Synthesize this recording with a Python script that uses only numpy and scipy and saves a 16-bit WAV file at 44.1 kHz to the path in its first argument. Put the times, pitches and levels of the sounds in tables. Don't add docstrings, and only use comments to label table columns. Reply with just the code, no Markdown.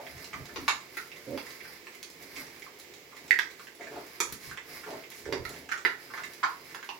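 import sys
import numpy as np
from scipy import signal
from scipy.fft import rfft, irfft
from scipy.io import wavfile
from scipy.ndimage import uniform_filter1d

SR = 44100
rng = np.random.default_rng(int(sys.argv[2]) if len(sys.argv) > 2 else 0)


def unload_wav(signal):
    wavfile.write(
        sys.argv[1],
        SR,
        np.round(np.clip(np.atleast_2d(signal).T, -1, 1) * 32767).astype(np.int16),
    )


N = 308259
TIME = np.arange(N) / SR
EVENT_TIME = np.arange(4096) / SR


def undb(db):
    return 10 ** (np.asarray(db) / 20)

def unit(x):
    return x / np.sqrt(np.mean(x ** 2))

def burst(x):
    return x * np.sqrt(.003 * SR / np.sum(x ** 2))

def add(track, s, x):
    i = max(int(s * SR), 0)
    track[..., i:i + x.shape[-1]] += x[..., :N - i]

def at_hz(points, hz):
    f, v = np.transpose(points)
    return np.interp(np.log(np.maximum(hz, 1)), np.log(f), v)

def colour(x, points):
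    gain = undb(at_hz(points, np.linspace(0, SR / 2, 2049)))
    cepstrum = irfft(np.log(gain))
    half = len(cepstrum) // 2
    causal = np.r_[cepstrum[0], 2 * cepstrum[1:half], np.zeros(half)]
    return signal.oaconvolve(x, irfft(np.exp(rfft(causal))))[:len(x)]

def resonate(x, hz, width_hz):
    return signal.lfilter(*signal.iirpeak(hz, hz / np.clip(width_hz, 10, 9000), fs=SR), x)

def walk(rate_hz):
    knots = rng.standard_normal(int(N / SR * rate_hz) + 2)
    return np.interp(TIME * rate_hz, np.arange(len(knots)), knots)

def pan(db):
    return undb(np.array([[db], [-db]]) / 2)

def envelope(s, length_s, attack_s, release_s):
    attack = np.clip((TIME - s) / attack_s, 0, 1)
    return attack * np.exp(-np.maximum(TIME - s - length_s, 0) / release_s)

def hump(s, half_s):
    return np.exp(-((TIME - s) / half_s) ** 2)

def grains(per_s=2500, spread_db=4.5):
    sizes = undb(spread_db * np.minimum(rng.exponential(size=N), 4)) * rng.choice([-1, 1], N)
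    return (rng.random(N) < per_s / SR) * sizes

def crackle(decay_s, impulse=0.46):
    spray = rng.standard_normal(len(EVENT_TIME)) * np.exp(-EVENT_TIME / decay_s)
    return spray + impulse * np.sqrt(np.sum(spray ** 2)) * (EVENT_TIME == 0)

def pop(hz, width_hz, rise_s=0.0027):
    ring = np.sin(2 * np.pi * hz * EVENT_TIME) * np.exp(-np.pi * width_hz * EVENT_TIME)
    onset = 1 - np.exp(-EVENT_TIME / rise_s)
    return burst(np.gradient(ring * onset))

def faint(typical, per_s, spread=0.035):
    chance = rng.uniform(-1, 1, (64, 1 + len(typical)))[:int(N / SR * per_s)]
    return [((slot + (1 + c[0]) / 2) / per_s, *(np.array(typical) * (1 + spread * c[1:])))
            for slot, c in enumerate(chance)]


# (frequency [Hz], level [dB])
SHED_SPECTRUM = [(25, -36), (120, -11.5), (260, -5.5), (350, 2.5), (460, 1), (620, -7.5), (900, -8.5),
                 (1500, -18), (2150, -6.5), (2700, -14), (4900, -17.5), (7500, -18.5), (8700, -29),
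                 (16000, -16)]

def shed(level_db=-54, coherent_hz=900, waver_db=1):
    mid, side = (colour(rng.standard_normal(N), SHED_SPECTRUM) for _ in range(2))
    side = signal.sosfilt(signal.butter(1, coherent_hz, "high", fs=SR, output="sos"), side)
    return unit(mid + side * np.array([[1], [-1]])) * undb(level_db + waver_db * walk(rate_hz=9.1))


# (frequency [Hz], level [dB])
STRAW_SPECTRUM = [(400, -6.5), (1000, 7), (2200, 11), (3200, -5), (5000, 6), (7000, -9), (8700, -6.5),
                  (11000, 5), (16000, 1)]
SWISH_SPECTRUM = [(800, -9), (2200, 3.5), (3200, -4), (5000, 0.5), (7000, -2), (8700, -4.5), (11000, 3.5),
                  (16000, -2.5)]
HIDE_SPECTRUM = [(25, -16), (60, -7.5), (120, -4.5), (170, 0.5), (300, 0.5), (480, -2), (900, -6.5),
                 (2000, -62.5)]
# (centre time [s], half length [s], straw level [dB], hide level [dB])
STIRS = [(0.122, 0.19, -56, -61), (.46, 0.4, -55, -55), (0.98, 0.074, -51, -66), (1.47, 0.4, -55.5, -60.5),
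         (2.227, 0.01, -48, -56), (2.386, 0.059, -50.5, -55), (2.4, 0.31, -56.5, -61),
         (3.31, 0.16, -64, -57.5), (3.63, .05, -57, -74), (4.088, 0.27, -56, -68), (4.457, 0.053, -47, -71),
         (4.734, 0.08, -49.5, -57.5), (4.904, 0.11, -54.5, -64), (5.184, 0.042, -50, -58),
         (5.525, 0.1, -53, -48), (6.22, 0.34, -57, -63), (6.654, 0.48, -59, -70)]

def bedding(rest_straw_db=-65.5, rest_hide_db=-65, swish_half_s=0.052):
    slow, quick, rubbing = undb(rest_straw_db) ** 2, 0, undb(rest_hide_db) ** 2
    for s, half_s, straw_db, hide_db in STIRS:
        motion = hump(s, half_s)
        quickness = 1 / (1 + (half_s / swish_half_s) ** 4)
        straw_power = (undb(straw_db) * motion) ** 2
        slow += (1 - quickness) * straw_power
        quick += quickness * straw_power
        rubbing += (undb(hide_db) * motion) ** 2
    catches = undb(2.5 * walk(rate_hz=28))
    straw = unit(colour(grains(), STRAW_SPECTRUM)) * np.sqrt(slow) * catches
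    swish = unit(colour(grains(), SWISH_SPECTRUM)) * np.sqrt(quick)
    slips = undb(2 * walk(rate_hz=14))
    hides = unit(colour(rng.standard_normal(N), HIDE_SPECTRUM)) * np.sqrt(rubbing) * slips
    return (straw + swish) * undb(-3.5), hides * undb(-6)


# (frequency [Hz], level [dB])
BREATH_SPECTRUM = [(120, -3), (330, 2.5), (900, -1), (2000, -8.5), (5000, -12)]
# (time [s], level [dB], length [s], nostril resonance [Hz], bandwidth [Hz])
SNUFFLES = [(-.025, -36, 0.023, 660, 163), (3.79, -47.5, .07, 477, 700), (3.9, -44, 0.1, 500, 650),
            (4.861, -41.5, 0.083, 610, 640)]

def snuffles(flutter_db=3):
    out = np.zeros(N)
    for s, db, length_s, hz, width_hz in SNUFFLES:
        air = rng.standard_normal(N) * undb(flutter_db * walk(rate_hz=90))
        breath = unit(colour(resonate(air, hz, width_hz), BREATH_SPECTRUM))
        out += breath * undb(db) * envelope(s, length_s, attack_s=0.0083, release_s=0.023)
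    return out * undb(-4.5)


# (frequency [Hz], level [dB])
CRACK_SPECTRUM = [(550, -15), (950, 8), (2200, 4), (3000, -2), (4000, 0.5), (5200, -1), (7000, 0.5),
                  (8500, -5), (16000, -58)]
# (time [s], level [dB], cavity resonance [Hz], wet crack level [dB], decay time [s])
CHEWS = [(0.065, -40.5, 2280, -29, 0.0022), (.326, -36.5, 2100, -11, 0.0078),
         (.33, -33.5, 1190, -20, 0.0076), (0.489, -44, 1480, -24, 0.0073),
         (1.117, -41.5, 2650, -27, 0.00092), (1.603, -41.5, 2110, -20, 0.0034),
         (1.641, -43, 1600, -18, .0042), (1.868, -41.5, 2020, -7, 0.0021), (2.353, -37.5, 2180, -7, .008),
         (2.621, -44.5, 2150, -5, 0.0017), (2.663, -42.5, 1210, -24, 0.0058),
         (3.12, -45, 1150, -21, 0.0042), (3.595, -43, 1290, -11, 0.0045), (3.669, -44, 1780, -9, .004),
         (3.807, -41.5, 1940, -13, 0.0072), (3.869, -40.5, 1850, -17, 0.0017),
         (4.511, -36.5, 1520, -14, 0.0036), (4.571, -35, 2000, -13, 0.0026),
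         (4.832, -40, 1410, -12, 0.0043), (5.037, -45.5, 2010, -22, 0.0023),
         (5.254, -40.5, 1760, -12, 0.0046), (5.687, -37, 1510, -10, 0.0056), (5.776, -43, 1540, -1.5, .003),
         (6.1, -40.5, 1370, -20, 0.0029), (6.136, -33, 1250, -21, 0.0037),
         (6.174, -30.5, 1310, -30, 0.0046), (6.234, -37.5, 1820, -5, 0.0044),
         (6.828, -38.5, 1650, -12.5, 0.0023)]

def chews():
    out = np.zeros(N)
    for s, db, hz, crack_db, decay_s in CHEWS + faint((-49.5, 2000, -1, 0.02), per_s=2.2):
        decay_s = np.clip(decay_s, .001, .02)
        ragged = np.repeat(undb(9.2 * rng.standard_normal(len(EVENT_TIME) // 64)), 64)
        onset = 1 - np.exp(-EVENT_TIME / (0.44 * decay_s))
        spray = crackle(decay_s, impulse=0) * ragged * onset
        mouth = burst(resonate(resonate(spray, hz, width_hz=260), hz, width_hz=2500))
        crack = burst(colour(spray, CRACK_SPECTRUM))
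        add(out, s, undb(db - 4.5) * (mouth + undb(crack_db + 3) * crack))
    return out


# (time [s], level [dB], frequency [Hz])
BUMPS = [(0.149, -37, 104), (.359, -38, 237), (.407, -31, 118), (.58, -32.5, 290), (.62, -31, 266),
         (2.378, -35.5, 264), (4.323, -32.5, 183), (4.475, -37, 110), (4.519, -42, 150), (5.268, -34, 64.6),
         (5.398, -30.5, 72.7), (5.439, -36, 61.9), (5.499, -40, 237)]

def bumps():
    out = np.zeros(N)
    for s, db, hz in BUMPS:
        add(out, s, undb(db - 10.5) * pop(hz, width_hz=80))
    return out

def rumble(bump_gain=0.33 * undb(-14.5), rest_db=-82):
    swells = sum(undb(db) * hump(s, half_s=0.042) for s, db, _ in BUMPS)
    spectrum = [(20, -34), (45, -17), (75, -10.5), (130, -20), (300, -25), (900, -67)]
    sides = np.array([unit(colour(rng.standard_normal(N), spectrum)) for _ in range(2)])
    return sides * (bump_gain * swells + undb(rest_db))


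# (frequency [Hz], level [dB])
FIZZ_SPECTRUM = [(4000, -34), (8500, -2.5), (10500, 13), (13000, 10), (16000, 5.5)]
# (time [s], level [dB], fizz level [dB])
SNAPS = [(0.244, -34, -30), (.456, -38.5, -25), (1.505, -38, -25), (2.029, -31.5, -11.5),
         (2.101, -41.5, -9), (2.799, -39.5, -8), (2.938, -40.5, -15), (3.28, -40, -18), (4.3245, -31, -4.5),
         (5.1022, -40, -5), (5.492, -36, -9.5), (6.335, -40, -9)]

def snaps(stalk_hz=5000, width_hz=4900):
    out = np.zeros(N)
    for s, db, fizz_db in SNAPS + faint((-49, -4), per_s=3.6):
        fracture = colour(crackle(decay_s=0.0053), CRACK_SPECTRUM)
        stalk = burst(resonate(fracture, stalk_hz, width_hz))
        fizz = burst(colour(crackle(decay_s=0.0015), FIZZ_SPECTRUM))
        add(out, s, undb(db) * (undb(-10.5) * stalk + undb(fizz_db) * fizz))
    return out


# (time [s], level [dB], main cavity [Hz], bandwidth [Hz], second cavity [Hz],
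# wet crack level [dB], crack cutoff [Hz], fizz level [dB], jaw thump level [dB],
# left minus right [dB], direct sound level [dB])
SMACKS = [(.560, -31.5, 2200, 1180, 1040, -1, 6400, -12, -3, 15, 0.5),
          (.680, -17.5, 1134, 380, 2060, 2, 6800, -10.5, -29, 6, 3),
          (.970, -28, 1424, 354, 1840, -6.5, 7100, -5, -17.5, 11, 2),
          (1.376, -37, 1220, 400, 2160, 6, 4760, -6, -9, 4, 5.5),
          (3.3084, -15.5, 1936, 268, 1950, -13, 7200, -18, -27, -3.5, 7.5),
          (3.3893, -19.5, 1600, 254, 1830, -3.5, 5060, -13.5, -25, -1, 6.5),
          (4.203, -27.5, 1170, 397, 2070, 8, 9700, 4, -3, -0.5, 5.5),
          (5.325, -29, 1890, 500, 904, 1, 6500, -12, -1, 1, 4.5),
          (5.452, -33, 1370, 180, 1870, -2.5, 6700, -9, -20, -6, 3.5),
          (5.716, -22, 1460, 249, 1760, -8.5, 7500, -17, -20.5, 2, -0.5),
          (5.850, -16.5, 1770, 520, 1460, -4, 4800, -19, -13, -.5, 5),
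          (6.43, -17, 1064, 300, 1305, -4.5, 5800, -33, -29, -1, -4.5),
          (6.747, -33, 1346, 397, 1080, -2, 6730, -8.5, -14, -2, 5),
          (6.89, -30.5, 933, 218, 2790, -4, 5530, -26, -13, -2, 5)]

def smacks():
    out = np.zeros((2, N))
    for (s, db, hz, width_hz, second_hz, crack_db, cutoff_hz,
         fizz_db, thump_db, pan_db, direct_db) in SMACKS:
        cavities = pop(hz, width_hz) + undb(-4.5) * pop(second_hz, width_hz=360)
        wet = signal.sosfilt(signal.butter(5, cutoff_hz, fs=SR, output="sos"), crackle(decay_s=.002))
        crack = undb(crack_db) * burst(colour(wet, CRACK_SPECTRUM))
        fizz = undb(fizz_db) * burst(colour(crackle(decay_s=.0012), FIZZ_SPECTRUM))
        thump = undb(thump_db) * pop(hz=380, width_hz=150)
        smack = undb(db - 12.5) * np.pad(cavities + crack + fizz + thump, (0, SR // 3))
        direct = smack * undb(direct_db) * pan(pan_db)
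        reflected = undb(9.5) * pen(smack * pan(0.27 * pan_db))
        add(out, s, direct + reflected)
    return out


# (time [s], level [dB], push delay [s], push gain [dB])
GRUNTS = [(1.266, -38.5, 0.074, 6), (5.25, -38.5, 0.088, 10.5)]
# (frequency [Hz], bandwidth [Hz], level [dB])
SNOUT_MODES = [
    [(136, 60, -2.5), (277, 194, 3), (520, 85, 7.5)],
    [(150, 88, -3), (380, 230, 3.5), (500, 42, -13)],
]

def grunts(flap_hz=85, jitter=.25, roughness=0.68, hold_s=0.033):
    cycles = np.cumsum(flap_hz * np.exp(jitter * walk(rate_hz=76))) / SR
    flaps = np.diff(np.floor(cycles), prepend=0)
    air = rng.standard_normal(N) * np.exp(-(cycles % 1) / 0.14)
    throat = unit(flaps) + roughness * unit(air)
    out = np.zeros(N)
    for (s, level_db, push_s, push_db), modes in zip(GRUNTS, SNOUT_MODES):
        voice = sum(undb(db) * resonate(resonate(throat, hz, width), hz, width)
                    for hz, width, db in modes)
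        running_rms = np.sqrt(np.abs(uniform_filter1d(voice ** 2, size=1800)) + 1e-12)
        effort = undb(level_db + push_db * hump(s + push_s, half_s=0.011))
        gate = envelope(s, push_s + hold_s, attack_s=.016, release_s=0.0067)
        out += voice / running_rms * effort * gate
    return out * undb(-2.5)


# (frequency [Hz], reverberation time T60 [s])
PEN_DECAY = [(150, 0.21), (500, 0.34), (1300, 0.3), (2500, 0.23), (5000, 0.28), (9000, 0.29),
             (15000, 0.095)]

def pen(x, first_s=.002, coherent_hz=750, early_db=4, early_s=0.058):
    t = np.arange(16384) / SR
    scatter = rng.standard_normal((2, len(t)))
    scatter *= undb(early_db * np.exp(-t / early_s) * rng.standard_normal(len(t)).clip(-2, 2))
    mid, side = rfft(scatter)
    hz = np.linspace(0, SR / 2, len(mid))
    side_share = hz ** 2 / (hz ** 2 + coherent_hz ** 2) / 2
    stereo = mid * np.sqrt(1 - side_share) + side * np.sqrt(side_share) * np.array([[1], [-1]])
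    centres_hz, t60s = np.transpose(PEN_DECAY)
    tail = 0
    for t60, weights in zip(t60s, np.eye(len(t60s))):
        band = at_hz(np.c_[centres_hz, weights], hz)
        tail += irfft(stereo * band) * np.exp(-np.log(1000) * t / t60)
    tail *= t > first_s
    tail /= np.sqrt(np.sum(tail ** 2) / 2)
    return signal.fftconvolve(x, tail, axes=1)[:, :x.shape[1]]


def scene():
    straw, hides = bedding()
    voices = grunts() * pan(db=-3)
    bodies = (snuffles() + bumps() + hides) * pan(db=3)
    rooting = (chews() + straw) * pan(db=1)
    stalks = snaps() * pan(db=0.5)
    walls = pen(undb(-4) * voices + undb(3.5) * bodies)
    walls += undb(4) * pen(rooting) + undb(2.5) * pen(stalks)
    return smacks() + voices + bodies + rooting + stalks + walls + rumble() + shed()

def record(dry, cutoff_hz=16200):
    left = colour(dry[0], [(500, -1), (2000, -2.5), (5000, 1), (9000, -5.5), (13000, 1)])
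    right = colour(dry[1], [(500, 2.5), (700, -1.5), (2000, 7), (5000, 5.5), (9000, 5), (13000, -3.5)])
    low_pass = signal.ellip(10, .2, 70, cutoff_hz, fs=SR, output="sos")
    return signal.sosfilt(low_pass, np.array([left, right]))


dry = scene()
out = record(dry)
unload_wav(out)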